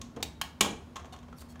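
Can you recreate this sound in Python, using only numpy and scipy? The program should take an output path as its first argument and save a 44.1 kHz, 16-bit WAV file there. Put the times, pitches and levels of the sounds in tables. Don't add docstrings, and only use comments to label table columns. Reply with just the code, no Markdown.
import sys
import numpy as np
from scipy import signal
from scipy.fft import rfft, irfft
from scipy.io import wavfile
from scipy.ndimage import uniform_filter1d

SR = 44100
rng = np.random.default_rng(int(sys.argv[2]) if len(sys.argv) > 2 else 0)


def inscribe(sig):
    pcm = np.round(np.clip(np.atleast_2d(sig).T, -1, 1) * 32767)
    wavfile.write(sys.argv[1], SR, pcm.astype(np.int16))


N = 70560
SIZE = 2 ** 14
T_S = np.arange(N) / SR
AGE_S = T_S[:SIZE]
BINS_HZ = np.maximum(np.arange(SIZE // 2 + 1) * SR / SIZE, 1)
CUTOFF_HZ = 15800
CONTACT_RISE_S = .0014

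# f/Hz, relative level/dB
AIR_SPECTRUM = [(25, -28), (50, -5), (70, 0), (105, -7), (260, -9), (400, -17), (1000, -21), (2000, -31),
                (4000, -35.5), (8000, -45), (15000, -50)]
# f/Hz, level/dB
HUM_TONES = [(76, -55), (163, -62), (241, -56)]
# t/s, level/dB, low-pass f/Hz
BUMPS = [(.001, 4, 200), (.168, 5, 600), (.246, -4, 300), (.624, 11, 130), (.664, 6.5, 520), (.765, 2, 100)]
# t/s, decay/s, knock/dB, body/dB, tick/dB, hollow ring f/Hz
TAPS = [(.0142, .003, -11, -18, -7, 560), (.1625, .004, -6, -17, -20, 540), (.203, .008, -4, -13, -28, 600),
        (.644, .005, 3, -4, -8, 830), (.659, .005, 5, -3, -10, 830), (.709, .004, 4, -11, -29, 570),
        (.729, .003, 3.5, -12, -32, 450), (.957, .005, -12, -7, -11.5, 890),
        (.965, .0045, -11, -6, -12, 1170), (.994, .014, -11, -10, -25, 1090),
        (1.045, .003, -6, -12, -29, 760), (1.054, .008, -11, -16, -24, 780),
        (1.136, .007, -12, -10, -26, 1070), (1.1625, .002, -17, -20, -26, 750),
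        (1.188, .003, -20, -26, -27, 900), (1.228, .006, -20, -21, -30, 870),
        (1.282, .008, -11, -18, -34, 560), (1.326, .004, -15, -11, -33, 1350),
        (1.419, .005, -13, -14, -29, 1220), (1.556, .004, -19, -16, -29, 1700),
        (1.594, .005, -19, -17, -27, 1200)]
# t/s, level/dB, rise/s, decay/s, room/dB
FIRST_CLACK = (.2265, 1, .0012, .0046, -8)
SECOND_CLACK = (.4133, 1.5, .0013, .0036, -6.5)
SEAT_CLACK = (.6074, .7, .0027, .0038, -4)
# f/Hz, gain/dB
BUMP_SPECTRUM = [(25, -24), (70, 6), (130, -3), (220, 2), (400, 1), (900, -3)]
TAP_SPECTRUM = [(50, -6), (200, 0), (1200, -1), (1900, -4), (3400, 0), (4800, -9), (6500, 0), (9000, -15),
                (15000, -26)]
FIRST_CRACK = [(60, -8), (800, 0), (1400, -9), (2300, 1), (5500, -2), (8000, -2), (10000, -12),
               (15000, -11)]
SECOND_CRACK = [(480, -8), (850, 4), (1350, -1), (2500, 1), (7000, -6.5), (15000, -13)]
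SEAT_CRACK = [(50, 0), (200, 11.5), (1000, 12), (1900, 7.5), (3300, 14.5), (4600, 7.5), (7500, 10.5),
              (11000, 0.5), (15000, -4)]
# f/Hz, relative level/dB, t60/s
TAP_MODES = [(1090, -23, .08), (3220, -24, .024), (3380, -27, .024), (5450, -31, .016), (6700, -31, .016)]
FIRST_MODES = [(810, -34, .06), (2400, -38, .03), (3690, -26, .035), (3820, -25, .035), (4500, -28, .028)]
SECOND_MODES = [(790, -42, .05), (1095, -37, .07), (1680, -38, .06), (2900, -26, .028), (3150, -21.5, .027),
                (4172, -42, .09), (5250, -34, .03), (6700, -33, .03)]
SEAT_MODES = [(205, -28, .13), (394, -40, .27), (447, -38, .22), (565, -43, .25), (835, -31, .1),
              (1085, -25, .08), (2357, -13.5, .03), (2935, -14, .028), (3165, -12.5, .028),
              (3347, -29, .08), (3560, -33, .11), (6755, -6, .017), (6790, -44, .2), (10150, -17, .016)]
# t/s, slip rate/Hz, level/dB
CREAK = [(1.121, 745, -65), (1.126, 730, -47), (1.139, 705, -48), (1.152, 700, -62)]
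SQUEAK = [(1.359, 6100, -79), (1.367, 5600, -62), (1.373, 5400, -71), (1.381, 5700, -61),
          (1.386, 4500, -58), (1.391, 3950, -70), (1.396, 3600, -56), (1.401, 3950, -70),
          (1.407, 4450, -56), (1.423, 3800, -68)]
CHIRR = [(1.486, 1095, -72), (1.494, 1100, -62), (1.53, 1100, -64)]
# centre t/s, half length/s, level/dB
SLIDES = [(1.395, .02, -60), (1.417, .008, -55), (1.51, .02, -64)]
# f/Hz, relative level/dB
CREAK_SPECTRUM = [(700, 3), (1400, -14), (2100, -18), (2900, -6), (4300, -6), (5000, -18), (6300, -13),
                  (15000, -29)]
SQUEAK_SPECTRUM = [(3600, 0), (11000, -2), (15000, -11)]
CHIRR_SPECTRUM = [(1100, -11), (2200, -12), (4400, 0), (5500, -7), (7700, -5), (15000, -14)]
SLIDE_SPECTRUM = [(300, -12), (2500, -3), (7000, 0), (15000, -5)]
# f/Hz, t60/s
ROOM_T60 = [(100, .38), (400, .38), (1200, .31), (7000, .25), (14000, .19)]
# f/Hz, gain/dB
ROOM_SPECTRUM = [(100, 2), (500, 3), (4000, -2), (15000, -5)]


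def from_db(db):
    return 10 ** (np.asarray(db) / 20)


def unit_rms(x):
    return x / np.sqrt(np.mean(x ** 2) + 1e-20)


def at_hz(table, hz=BINS_HZ):
    points_hz, values = np.transpose(table)
    return np.interp(np.log(hz), np.log(points_hz), values)


def colour(x, gain_db):
    cepstrum = irfft(np.log(from_db(gain_db)))
    cepstrum[1:SIZE // 2] *= 2
    cepstrum[SIZE // 2 + 1:] = 0
    impulse = irfft(np.exp(rfft(cepstrum)))[:SIZE // 2]
    return signal.fftconvolve(x, impulse)[:len(x)]


def with_spectrum(burst, spectrum_db, smooth_bins):
    power = uniform_filter1d(abs(rfft(burst)) ** 2, size=smooth_bins)
    return colour(burst, spectrum_db - 10 * np.log10(np.maximum(power, 1e-9)))


def drift(rate_hz):
    hz = np.arange(N // 2 + 1) * SR / N
    return unit_rms(irfft(rfft(rng.standard_normal(N)) / (1 + (hz / rate_hz) ** 2), N))


def place(x, t_s):
    return np.pad(x, (max(int(t_s * SR), 0), N))[:N]


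def attack(rise_s):
    return 1 - np.exp(-(AGE_S / rise_s) ** 2)


def decay(t60_s):
    return np.exp(-np.log(1000) * AGE_S / t60_s)


def in_room(x, room_db, late_db=-23, late_stretch=2.5):
    edges_hz = [1, 200, 500, 1000, 2000, 4000, 7000, 11000, SR]
    white = rfft(rng.standard_normal(SIZE))
    tail = 0
    for low_hz, high_hz in zip(edges_hz, edges_hz[1:]):
        t60_s = at_hz(ROOM_T60, np.sqrt(low_hz * high_hz))
        band = irfft(white * (BINS_HZ >= low_hz) * (BINS_HZ < high_hz))
        tail += band * (decay(t60_s) + from_db(late_db) * decay(t60_s * late_stretch))
    echo = with_spectrum(tail * attack(rise_s=.007), room_db + at_hz(ROOM_SPECTRUM), smooth_bins=30)
    return x + signal.fftconvolve(x, echo)[:N]


def ventilation(air_db=-52.5, hum_width_hz=5):
    air = from_db(air_db) * unit_rms(colour(rng.standard_normal(N), at_hz(AIR_SPECTRUM)))
    hum = 0
    for hz, db in HUM_TONES:
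        phase = 2 * np.pi * hz * T_S
        tone = drift(hum_width_hz) * np.sin(phase) + drift(hum_width_hz) * np.cos(phase)
        hum += from_db(db) * unit_rms(tone)
    return air + hum


def contact(rise_s, decay_s, spectrum_db):
    burst = rng.standard_normal(SIZE) * attack(rise_s) * np.exp(-AGE_S / decay_s)
    return with_spectrum(burst, spectrum_db, smooth_bins=100)


def case_bumps(decay_s=.009):
    thumps = 0
    for t_s, db, corner_hz in BUMPS:
        rolloff_db = 10 * np.log10(1 + (BINS_HZ / corner_hz) ** 4)
        thumps += place(contact(CONTACT_RISE_S, decay_s, db + at_hz(BUMP_SPECTRUM) - rolloff_db), t_s)
    return in_room(thumps, room_db=-3)


def ringing(modes):
    return sum(from_db(db) * decay(t60_s) * np.sin(2 * np.pi * (hz * AGE_S + rng.random()))
               for hz, db, t60_s in modes)


def flange_taps(knock_hz=350, body_hz=1200, tick_hz=4500, hollow_re_body_db=-26, hollow_t60_s=.028):
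    taps = 0
    for t_s, decay_s, knock_db, body_db, tick_db, hollow_hz in TAPS:
        balance = [(knock_hz, knock_db), (body_hz, body_db), (tick_hz, tick_db)]
        touch = contact(CONTACT_RISE_S, decay_s, at_hz(TAP_SPECTRUM) + at_hz(balance))
        modes = [(hollow_hz, body_db + hollow_re_body_db, hollow_t60_s)]
        modes += [(hz, db + min(body_db, tick_db), t60_s) for hz, db, t60_s in TAP_MODES]
        taps += place(touch + ringing(modes) * attack(decay_s), t_s)
    return in_room(taps, room_db=-5)


def clack(event, crack_spectrum, modes):
    t_s, db, rise_s, decay_s, room_db = event
    crack = place(contact(rise_s, decay_s, at_hz(crack_spectrum)), t_s)
    ring = place(ringing(modes) * attack(rise_s), t_s)
    ring_room_db = room_db - 3
    return from_db(db) * (in_room(crack, room_db) + in_room(ring, ring_room_db))


def stick_slip(track, spectrum, jitter=.035, flutter_db=4):
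    t_s, hz, db = np.transpose(track)
    moving = (T_S > t_s[0]) & (T_S < t_s[-1])
    slip_hz = np.interp(T_S[moving], t_s, hz) * (1 + jitter * drift(rate_hz=1000)[moving])
    level_db = np.interp(T_S[moving], t_s, db) + flutter_db * drift(rate_hz=160)[moving]
    cycles = np.cumsum(slip_hz) / SR
    tone = 0
    for harmonic, offset in enumerate(rng.random(size=20), 1):
        harmonic_hz = harmonic * slip_hz
        gain = from_db(at_hz(spectrum, harmonic_hz)) * (harmonic_hz < CUTOFF_HZ)
        tone += gain * np.sin(2 * np.pi * (harmonic * cycles + offset))
    return place(unit_rms(tone) * from_db(level_db), t_s[0])


def roll_sliding():
    strokes = sum(from_db(db) * np.exp(-((T_S - t_s) / half_s) ** 2) for t_s, half_s, db in SLIDES)
    return strokes * unit_rms(colour(rng.standard_normal(N), at_hz(SLIDE_SPECTRUM)))


def scene():
    mix = ventilation() + case_bumps() + flange_taps()
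    mix += clack(FIRST_CLACK, FIRST_CRACK, FIRST_MODES)
    mix += clack(SECOND_CLACK, SECOND_CRACK, SECOND_MODES)
    mix += clack(SEAT_CLACK, SEAT_CRACK, SEAT_MODES)
    friction = stick_slip(CREAK, CREAK_SPECTRUM) + stick_slip(SQUEAK, SQUEAK_SPECTRUM)
    friction += roll_sliding() + stick_slip(CHIRR, CHIRR_SPECTRUM)
    return (mix + in_room(friction, room_db=-5))[None]


def record(dry):
    lowpass = signal.firwin(301, CUTOFF_HZ, fs=SR, window="blackman")
    return signal.fftconvolve(dry, lowpass[None], "same")


dry = scene()
out = record(dry)
inscribe(out)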